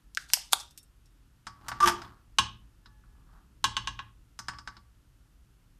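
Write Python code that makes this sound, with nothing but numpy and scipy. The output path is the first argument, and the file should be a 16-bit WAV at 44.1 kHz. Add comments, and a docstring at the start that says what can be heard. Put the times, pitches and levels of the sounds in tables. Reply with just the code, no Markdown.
"""A spring-loaded desoldering pump is cocked and latches close to the microphone, at a bench in a small room.
Its clicks are noise bursts through barrel resonances, with ringing spring modes. A circuit board is then swung
round on the bench: wavering tones squeal and groan, and random tiny slips make the scrape. Hard snaps, taps and
sharp slips ring board modes as decaying sines and thump the bench, over a low rumble and faint hiss of filtered noise."""
import sys
import numpy as np
from scipy import signal
from scipy.fft import rfft, irfft, next_fast_len
from scipy.io import wavfile
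from scipy.ndimage import uniform_filter1d, minimum_filter1d

SR = 44100
rng = np.random.default_rng(int(sys.argv[2]) if len(sys.argv) > 2 else 0)


def generate_wav(sig):
    """Save sig (samples, or channels by samples) to the path in sys.argv[1] as 16-bit PCM at SR."""
    pcm = np.round(np.clip(np.atleast_2d(sig).T, -1, 1) * 32767).astype(np.int16)
    wavfile.write(sys.argv[1], SR, pcm)


N = 255339
TIME = np.arange(N) / SR  # seconds into the scene
AGE = TIME[:SR // 2]  # seconds since a blow


def from_db(db):
    """Turn dB into a plain gain."""
    return 10 ** (np.asarray(db) / 20)


def at_hz(points, hz):
    """Read a table on a log-frequency axis."""
    f, value = np.transpose(points)
    return np.interp(np.log(np.maximum(hz, 1)), np.log(f), value)


def rms_one(x):
    """Scale a sound to an rms of 1."""
    return x / np.sqrt(np.mean(x ** 2) + 1e-20)


def add(track, s, sound):
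    """Mix a sound in at a time in seconds."""
    start = round(s * SR)
    track[start:start + len(sound)] += sound[:N - start]


def colour(x, spectrum):
    """Causal (minimum-phase) filter with the given dB spectrum."""
    size = 2 * next_fast_len(len(x))
    log_gain = np.log(from_db(at_hz(spectrum, np.fft.rfftfreq(size, 1 / SR))))
    cepstrum = irfft(log_gain)
    # folding the cepstrum forward in time makes the phase minimal
    cepstrum[1:size // 2] *= 2
    cepstrum[size // 2 + 1:] = 0
    response = np.exp(rfft(cepstrum))
    return irfft(rfft(x, size) * response)[:len(x)]


def cut(x, hz, kind, order=2):
    """Low- or high-pass."""
    sos = signal.butter(order, min(hz, .45 * SR), kind, fs=SR, output="sos")
    return signal.sosfilt(sos, x + 1e-18)


def boost(x, hz, gain_db, q):
    """Raise or lower one resonance."""
    b, a = signal.iirpeak(hz, q, fs=SR)
    return x + (from_db(gain_db) - 1) * signal.lfilter(b, a, x + 1e-18)


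def flatten(x, width_hz):
    """Even out the spectrum of a burst."""
    spectrum = rfft(x)
    power = uniform_filter1d(abs(spectrum) ** 2, size=max(3, int(width_hz * len(x) / SR)))
    return irfft(spectrum / np.sqrt(power), len(x))


def ring(modes, scatter_db):
    """Decaying sines; each blow feeds each mode a little differently."""
    total = 0
    for k, (hz, db, t60) in enumerate(modes):
        level_db = db + scatter_db * rng.normal() - 60 * AGE / t60
        total = total + (-1) ** k * from_db(level_db) * np.sin(2 * np.pi * hz * AGE)
    return total


def crack(t60):
    """A contact and its dense dying rattle, with a nearly even spectrum and unit energy."""
    fade = from_db(-60 * AGE / t60)
    burst = rng.standard_normal(len(AGE)) * fade
    for _ in range(3):
        burst = flatten(burst, 150) * fade ** .15  # flattening smears the burst, so fade it again
    return burst / np.linalg.norm(burst)


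def noise(spectrum):
    """Steady coloured noise of rms 1."""
    return rms_one(colour(rng.standard_normal(N), spectrum))


def friction(spectrum, slips_per_s, spread_db):
    """Many tiny slips of random timing, direction and uneven size; rms 1."""
    slipping = rng.random(N) < slips_per_s / SR
    direction = rng.choice([-1, 1], N)
    slips = slipping * direction * from_db(spread_db * rng.standard_normal(N))
    return rms_one(colour(slips, spectrum))


def tone(hz, waver):
    """A stick-slip oscillation with an unsteady pitch; waver is its rms share of the pitch."""
    wander = rms_one(cut(rng.standard_normal(N), 122, "low"))
    return np.sin(2 * np.pi * np.cumsum(hz * (1 + waver * wander)) / SR)


def sag(s, hz, octaves_per_s):
    """A pitch that falls steadily through hz at time s, within an octave either way."""
    return hz * 2 ** np.clip(octaves_per_s * (s - TIME), -1, 1)


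def swell(rows, rise_db_per_s, fall_db_per_s):
    """Gain of strokes: each rises to its level at its time, holds and dies away; the strongest leads."""
    strokes = []
    for s, hold, db in rows:
        rise = rise_db_per_s * np.maximum(s - TIME, 0)
        fall = fall_db_per_s * np.maximum(TIME - s - hold, 0)
        strokes.append(db - rise - fall)
    return from_db(np.max(strokes, axis=0))


# Bench rumble. Each row: frequency in Hz, level in dB.
RUMBLE_COLOUR = [(12, -32), (20, -3.5), (49, 0), (66, -5), (85, -17.5), (107, -10.5), (235, -24),
                 (278, -21), (414, -33.5), (600, -45), (780, -66.5), (1320, -120)]
# Faint hiss. Each row: frequency in Hz, level in dB.
HISS_COLOUR = [(220, -33.5), (380, -5.5), (986, -5), (1130, -5.5), (1340, -3), (2300, -11), (2720, -8.5),
               (3880, -12), (13100, -15.5), (15000, -24.5)]
# Jostling of the bench. Each row: time in seconds, hold in seconds, rumble level in dB.
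JOSTLES = [(1.84, 0.088, -52), (2.39, 0.14, -56.5), (3.1, .2, -57.5), (3.68, .22, -50)]
RUMBLE_DB, HISS_DB = -58.5, -73.5
JOSTLE_RISE_DB_PER_S, JOSTLE_FALL_DB_PER_S = 60, 48


def background():
    """The bench rumbles steadily and more while it is jostled, over a faint hiss."""
    jostling = swell(JOSTLES, JOSTLE_RISE_DB_PER_S, JOSTLE_FALL_DB_PER_S)
    shaking = np.hypot(from_db(RUMBLE_DB), jostling)
    rumble = shaking * cut(noise(RUMBLE_COLOUR), 33, "high", order=3)
    hiss = colour(noise(HISS_COLOUR), SUPPRESS)  # shaped by the suppressor's curve, upside down
    return rumble + from_db(HISS_DB) * hiss


# Fading of the room's bands. Each row: frequency in Hz, t60 in seconds before a slight extra fade.
ROOM_T60 = [(100, 0.56), (300, 0.46), (1000, 0.24), (3000, 0.37), (6000, 0.24), (13000, 0.14)]
# Strength of the reflections. Each row: frequency in Hz, level in dB.
ROOM_COLOUR = [(100, -10.5), (400, -7), (1200, -11), (3000, -12.5), (6000, -11), (14000, -14.5)]


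def room(x, build_s=.005):
    """Diffuse reflections build up quickly and die away band by band."""
    edges, tail = np.geomspace(60, 16000, 13), 0  # band edges in Hz
    ending = np.interp(AGE, [.28, .4], [1, 0])
    onset = 1 - np.exp(-(AGE / build_s) ** 2)
    for low, high in zip(edges, edges[1:]):
        hz = np.sqrt(low * high)
        fade = from_db(-60 * AGE / at_hz(ROOM_T60, hz))
        echoes = flatten(rng.standard_normal(len(AGE)) * fade * onset, 24)
        echoes = echoes * fade ** .1 * onset * ending
        sos = signal.butter(2, [low, high], "band", fs=SR, output="sos")
        band = signal.sosfilt(sos, echoes / np.linalg.norm(echoes))
        tail = tail + band * from_db(at_hz(ROOM_COLOUR, hz))
    return signal.fftconvolve(x, tail)[:N]


# Strokes of the board eased along the bench. Each row: time in seconds, hold in seconds, level in dB.
RUBS = [(1.68, 0.066, -52.5), (1.92, 0.13, -51.5), (2.4, 0.24, -76), (3.17, 0.038, -72.5),
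        (3.345, 0.021, -64.5)]
# Rustle of the rub. Each row: frequency in Hz, level in dB.
RUB_COLOUR = [(170, -1.5), (280, 1.5), (480, -14), (750, -3), (950, -1), (1200, 2.5), (1700, -6.5),
              (2200, -16.5), (4500, -16.5), (9000, -28)]
RUB_RISE_DB_PER_S, RUB_FALL_DB_PER_S = 124, 124
SING_S, SING_DB, SING_RISE_DB_PER_S, SING_FALL_DB_PER_S = 2.9, -74.5, 124.5, 36
SING_HZ, SING_SAG_OCTAVES_PER_S = 859, 0.081


def rub():
    """Slow sliding rustles, and sings faintly on two harmonics that sag in pitch."""
    rustle = swell(RUBS, RUB_RISE_DB_PER_S, RUB_FALL_DB_PER_S)
    rustle = rustle * friction(RUB_COLOUR, slips_per_s=1300, spread_db=4.0)
    hz = sag(SING_S, SING_HZ, SING_SAG_OCTAVES_PER_S)
    singing = tone(hz, waver=.004) + from_db(4.0) * tone(2 * hz, waver=0.0033)
    return rustle + swell([(SING_S, 0, SING_DB)], SING_RISE_DB_PER_S, SING_FALL_DB_PER_S) * singing


# Squeals of the sticking board. 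Each row: time in seconds, hold in seconds, level in dB.
SQUEALS = [(1.806, 0.017, -22), (1.829, .018, -12.5), (1.887, 0.0024, -22), (1.912, 0.036, -42)]
# Its low groans. Each row: time in seconds, hold in seconds, level in dB.
GROANS = [(1.852, 0.029, -30.5), (1.936, 0.0082, -39.5)]
# Colour of the scrape. Each row: frequency in Hz, level in dB.
SCRAPE_COLOUR = [(100, -12), (200, -2.5), (270, -6), (480, -18), (600, -17), (700, 2.5), (780, -13.5),
                 (920, -2.5), (1580, 1), (2100, -10), (3400, -6.5), (4200, -18.5), (5400, -7), (8000, -19),
                 (12000, -17.5), (15000, -32.5)]
DRAG_START_S = 1.803  # the board breaks loose
SQUEAL_HZ, SQUEAL_RISE_DB_PER_S, SQUEAL_FALL_DB_PER_S = 1176, 1501, 1900.5
GROAN_HZ, GROAN_RISE_DB_PER_S, GROAN_FALL_DB_PER_S = 351.5, 450.5, 801.5
# one falling chirp as the board slows
CHIRP_S, CHIRP_DB, CHIRP_FADE_DB_PER_S = 1.879, -21, 998.5
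CHIRP_HZ, CHIRP_SAG_OCTAVES_PER_S = 915, 9
SCRAPE_S, SCRAPE_HOLD_S, SCRAPE_DB, SCRAPE_RISE_DB_PER_S, SCRAPE_FALL_DB_PER_S = 1.872, 0.011, -24.5, 281.5, 538


def drag():
    """The board sticks and slips: a clean squeal breaks up into a groaning scrape."""
    squeal = swell(SQUEALS, SQUEAL_RISE_DB_PER_S, SQUEAL_FALL_DB_PER_S) * tone(SQUEAL_HZ, waver=0.0081)
    groan = swell(GROANS, GROAN_RISE_DB_PER_S, GROAN_FALL_DB_PER_S) * tone(GROAN_HZ, waver=0.029)
    chirp = swell([(CHIRP_S, 0, CHIRP_DB)], CHIRP_FADE_DB_PER_S, CHIRP_FADE_DB_PER_S)
    chirp = chirp * tone(sag(CHIRP_S, CHIRP_HZ, CHIRP_SAG_OCTAVES_PER_S), waver=0.0098)
    scrape = swell([(SCRAPE_S, SCRAPE_HOLD_S, SCRAPE_DB)], SCRAPE_RISE_DB_PER_S, SCRAPE_FALL_DB_PER_S)
    scrape = scrape * friction(SCRAPE_COLOUR, slips_per_s=1100, spread_db=2.0)
    return (TIME > DRAG_START_S) * (squeal + groan + chirp + scrape)


# Bench modes. 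Each row: frequency in Hz, level in dB relative to the thump, t60 in seconds.
BENCH = [(56, -7, 0.37), (75.4, -2, 0.49), (111.93, -3.5, 0.87), (122.4, -0.5, 0.23), (169, -4.5, .25),
         (207.9, -3.5, 0.34), (243, -8.5, .2), (277, -8.5, 0.22), (341, -6, .15)]


def thump(swell_s=.008):
    """The heavy bench takes a moment to start moving."""
    return ring(BENCH, scatter_db=1.6) * (1 - np.exp(-AGE / swell_s))


# Taps on the board and sharp slips of the dragged board. Each row: start in seconds, level in dB,
# treble corner in Hz, contact resonance in Hz, its gain in dB.
TAPS_AND_SLIPS = [(1.4681, -4, 7220, 4960, 1), (1.6834, 0.5, 17450, 1397, 2), (1.7167, 2.5, 2672, 783, 8.5),
                  (1.8035, 1, 9080, 952, 14.5), (1.8280, -0.5, 8600, 1480, 11),
                  (1.8742, 10, 12000, 3430, 6), (1.8810, 4.5, 12070, 1603, 11.5),
                  (1.8865, 5, 11070, 847, 8.5), (2.018, -8, 5060, 1580, 2), (2.0466, -20.5, 3930, 3500, 12),
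                  (2.8585, -22.5, 5470, 3990, 13.5), (3.036, -34.5, 2510, 1350, 7.5),
                  (4.39, -6.5, 12980, 5950, 11), (4.4835, 1.5, 7100, 1730, 3),
                  (4.5340, -12.5, 2970, 1915, -3), (4.5856, -13, 7880, 5000, 7),
                  (4.6746, -4, 5000, 5120, -0.5), (4.7670, -18, 5070, 4400, 8.5)]
# Colour of the contact. Each row: frequency in Hz, level in dB.
CONTACT_COLOUR = [(150, -3), (500, -17.5), (750, -4.5), (1000, 3), (1500, 4), (2100, -4), (2550, -10),
                  (3300, -7.5), (4200, -8.5), (5150, -2), (5700, -8), (9000, -9), (11000, -18),
                  (14000, -14)]
# Board modes they ring. Each row: mean frequency in Hz, level in dB relative to the ring, t60 in seconds.
CONTACT_MODES = [(917, -44, 0.079), (1147, -39.5, 0.27), (1316, -41.5, .1), (1503, -36, 0.084),
                 (1760, -42, .07), (2870, -49.5, 0.071), (3887, -46, .05), (4510, -44.5, 0.082),
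                 (5150, -36, .035), (6200, -45.5, 0.055), (8720, -49.5, 0.03)]
CONTACT_Q = 8
CONTACT_THUMP_DB, CONTACT_THUMP_FOLLOWS = -52, 0.44  # thump under a 0 dB contact; dB of thump per dB of contact
CONTACT_RING_DB, CONTACT_DETUNE = -2, 0.018  # level of the ring; share by which pitches vary each time


def taps_and_slips():
    """Short knocks and slips, each with its own contact resonance; harder ones thump the bench more."""
    out = np.zeros(N)
    for s, db, treble_hz, contact_hz, contact_db in TAPS_AND_SLIPS:
        modes = [(hz * (1 + CONTACT_DETUNE * rng.normal()), mode_db, t60) for hz, mode_db, t60 in CONTACT_MODES]
        contact = colour(crack(t60=0.07), CONTACT_COLOUR)
        contact = contact + from_db(CONTACT_RING_DB) * ring(modes, scatter_db=1.5)
        contact = cut(boost(contact, contact_hz, contact_db, CONTACT_Q), treble_hz, "low")
        thump_db = CONTACT_THUMP_DB + CONTACT_THUMP_FOLLOWS * db
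        add(out, s, from_db(db) * contact + from_db(thump_db) * thump())
    return out


# Hard snaps. Each row: start in seconds, level in dB, treble corner in Hz, bench thump in dB.
SNAPS = [(2.3854, 0.5, 12000, -38), (3.6415, -2, 12060, -42.5), (3.7672, -9, 7900, -48),
         (3.8732, -12, 7700, -51.5), (3.991, -15.5, 2990, -54)]
# Colour of their rattle. Each row: frequency in Hz, level in dB.
SNAP_COLOUR = [(100, -10), (350, -4), (620, -3.5), (900, 12.5), (1400, 5), (1620, 9.5), (2150, 4.5),
               (2950, 18), (4400, 6), (6300, 6), (9000, 1), (12000, -9.5), (14500, -7.5)]
# Board modes. Each row: frequency in Hz, level in dB relative to the snap, t60 in seconds.
BOARD = [(874, -27.5, 0.069), (1000, -24.5, 0.072), (1036, -19, 0.054), (1084.5, -17.5, 0.083),
         (1230, -25.5, 0.042), (1345, -31.5, 0.051), (1558, -23, 0.076), (1680, -27.5, 0.1015),
         (2000, -37.5, 0.089), (2439, -33, 0.078), (2817, -27, .1), (3000, -23, .06), (2924, -29, 0.1),
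         (3327, -25.5, .07), (3660, -24, 0.04), (3890, -30, 0.14), (4480, -24, 0.025), (5180, -39, 0.052),
         (5347, -33, 0.11), (5850, -40.5, 0.091), (6170, -31, 0.081), (6495, -36, 0.027),
         (7300, -38, 0.067)]
RATTLE_T60_S = .075  # before the extra fades in crack()


def snaps():
    """Hard blows ring the board and thump the bench; the weakest are duller."""
    out = np.zeros(N)
    for s, db, treble_hz, thump_db in SNAPS:
        rattle = colour(crack(RATTLE_T60_S) + from_db(-5.0) * crack(t60=0.01), SNAP_COLOUR)
        snap = cut(rattle + ring(BOARD, scatter_db=0.5), treble_hz, "low")
        add(out, s, from_db(db) * snap + from_db(thump_db) * thump())
    return out


# Pump spring. Each row: frequency in Hz before the pair is split, level in dB, t60 in seconds.
SPRING = [(2720, -51.5, .2), (3700, -53.5, 0.19), (5440, -50.5, 0.23), (10150, -47.5, 0.097)]
SPRING_SPLIT = .02  # largest share by which a mode is detuned


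def spring():
    """Paired modes beat against each other as the coil shivers."""
    pairs = []
    for hz, db, t60 in SPRING:
        for _ in range(2):
            pairs.append((hz * (1 + SPRING_SPLIT * rng.uniform(-0.69, 1)), db, t60))
    return ring(pairs, scatter_db=2.0) / np.sqrt(2)


# Small pump clicks. Each row: start in seconds, level in dB, bass edge in Hz, barrel resonance in Hz,
# its boost in dB, treble corner in Hz.
CLICKS = [(0.149, -22, 2530, 5200, 12, 13300), (0.1726, -5, 1390, 1580, 21, 6500),
          (0.301, -14.5, 854, 2400, 8, 4000), (0.3717, -16, 630, 730, 23, 976),
          (0.5254, -4.5, 1980, 5500, 2.5, 13000), (0.6, -20.5, 1503, 5740, 13, 9030),
          (0.708, -32.5, 3010, 5200, 6, 14250), (0.7757, -17.5, 2213, 2700, 0.5, 13900),
          (.829, -38.5, 4525, 10150, 12.5, 12870), (1.057, -35.5, 2540, 4990, 3.5, 8970)]
# Colour of the clicks. Each row: frequency in Hz, level in dB.
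PUMP_COLOUR = [(200, -6), (450, -7.5), (850, -6), (1150, -4.5), (1600, 3), (2050, -7), (2600, -3.5),
               (3400, -4), (5200, 1), (7000, 0), (9000, 4.5), (10300, -7.5), (11500, 1.5), (15000, -0.5)]
# The catch latching. Each row: frequency in Hz, level in dB.
LATCH_COLOUR = [(200, -13.5), (650, -18.5), (860, 9), (1150, -0.5), (1600, 9.5), (2050, 8.5), (2700, 15),
                (4100, 9.5), (4900, 21), (6800, 11.5), (8500, 14.5), (10200, 10.5), (11500, 18), (14500, 0)]
# The piston hitting its stop. Each row: frequency in Hz, level in dB.
PISTON_COLOUR = [(200, -6), (450, 0), (880, 15.5), (1500, 12.5), (2000, 0), (2450, 9), (2900, 1.5),
                 (3450, 18.5), (4700, 10.5), (5200, 6), (5800, 9), (6700, 4.5), (9200, 10), (14000, 0.5)]
# The plunger sliding in its barrel. Each row: time in seconds, hold in seconds, level in dB.
SLIDES = [(.187, .03, -56), (.29, .16, -56), (.565, 0.035, -50)]
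# Colour of that sliding. Each row: frequency in Hz, level in dB.
PLUNGER_COLOUR = [(290, -49.5), (500, -20), (704, -8.5), (2960, -19.5), (3510, -2), (6860, -4.5),
                  (9120, -7.5), (14400, -19), (15000, -32.5)]
LATCH_S, LATCH_DB = .3349, 1.1
PISTON_S, PISTON_DB = .5323, 1.5
STRIKE_T60_S = .0055  # this and the two below are before the extra fades in crack()
# a compressed spring holds the parts tight; once fired, they rattle and it rings freely (dB relative to the click)
TIGHT_T60_S, TIGHT_SPRING_DB = 0.0073, -18
LOOSE_T60_S, LOOSE_SPRING_DB = 0.067, 10.5
SLIDE_RISE_DB_PER_S, SLIDE_FALL_DB_PER_S = 1301.5, 191.5
# the released piston rushes up to its stop
RUSH_S, RUSH_DB, RUSH_RISE_DB_PER_S, RUSH_FALL_DB_PER_S = .531, -24, 2304, 3803


def pump(echo_s=0.0051, echo_db=-12):
    """Two hard strikes and small clicks that shake the spring; the bench top throws back one echo."""
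    out = np.zeros(N)
    for s, db, spectrum in [(LATCH_S, LATCH_DB, LATCH_COLOUR), (PISTON_S, PISTON_DB, PISTON_COLOUR)]:
        strike = crack(STRIKE_T60_S) + from_db(-8.5) * crack(t60=0.037)
        add(out, s, from_db(db) * colour(strike, spectrum))
    for s, db, bass_hz, barrel_hz, barrel_db, treble_hz in CLICKS:
        tight = s < PISTON_S
        t60, spring_db = (TIGHT_T60_S, TIGHT_SPRING_DB) if tight else (LOOSE_T60_S, LOOSE_SPRING_DB)
        click = colour(crack(t60), PUMP_COLOUR)
        click = cut(click, bass_hz, "high", order=5)  # a small tube radiates little bass
        click = cut(boost(click, barrel_hz, barrel_db, q=2.5), treble_hz, "low")
        add(out, s, from_db(db) * (click + from_db(spring_db) * spring()))
    sliding = swell(SLIDES, SLIDE_RISE_DB_PER_S, SLIDE_FALL_DB_PER_S)
    rush = swell([(RUSH_S, 0, RUSH_DB)], RUSH_RISE_DB_PER_S, RUSH_FALL_DB_PER_S)
    out += (sliding + rush) * friction(PLUNGER_COLOUR, slips_per_s=2500, spread_db=2.5)
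    echo = np.interp(TIME - echo_s, TIME, out)
    return out + from_db(echo_db) * echo


def scene(pump_room_db=-4.5):
    """All the work at the bench, heard in the room; the pump is closest, so driest."""
    near = pump()
    board = snaps() + taps_and_slips() + drag() + rub()
    reflections = room(from_db(pump_room_db) * near + board)
    return (near + board + reflections + background())[None]


# Noise suppressor. Each row: frequency in Hz, dB taken off faint sound (negative adds).
SUPPRESS = [(300, -0.5), (1200, -2), (3000, 4.5), (14000, 1.5)]


def suppress(x, knee_db):
    """Faint sound under a threshold is turned down in the treble and slightly raised below it."""
    hz, _, frames = signal.stft(x, SR, nperseg=512, noverlap=384)
    power = uniform_filter1d(abs(frames) ** 2, size=15, axis=0)  # smooth over frequency, then time
    power = uniform_filter1d(power, size=9, axis=1)
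    faint = 1 / (1 + (power / from_db(knee_db) ** 2) ** 2)
    frames = frames * from_db(-at_hz(SUPPRESS, hz)[:, None] * faint)
    return signal.istft(frames, SR, nperseg=512, noverlap=384)[1][:N]


CUTOFF_HZ = 14350


def record(dry):
    """Noise suppressor, a fast limiter on the sharpest peaks, and the top is cut."""
    x = suppress(dry[0], knee_db=-84.5)
    gain = 1 / np.maximum(1, abs(x) / .9)
    gain = uniform_filter1d(minimum_filter1d(gain, size=41), size=41)  # hold, then smooth, about 1 ms each
    top_cut = signal.ellip(10, .1, 80, CUTOFF_HZ, fs=SR, output="sos")
    return signal.sosfilt(top_cut, gain * x)[None]


dry = scene()
out = record(dry)
generate_wav(out)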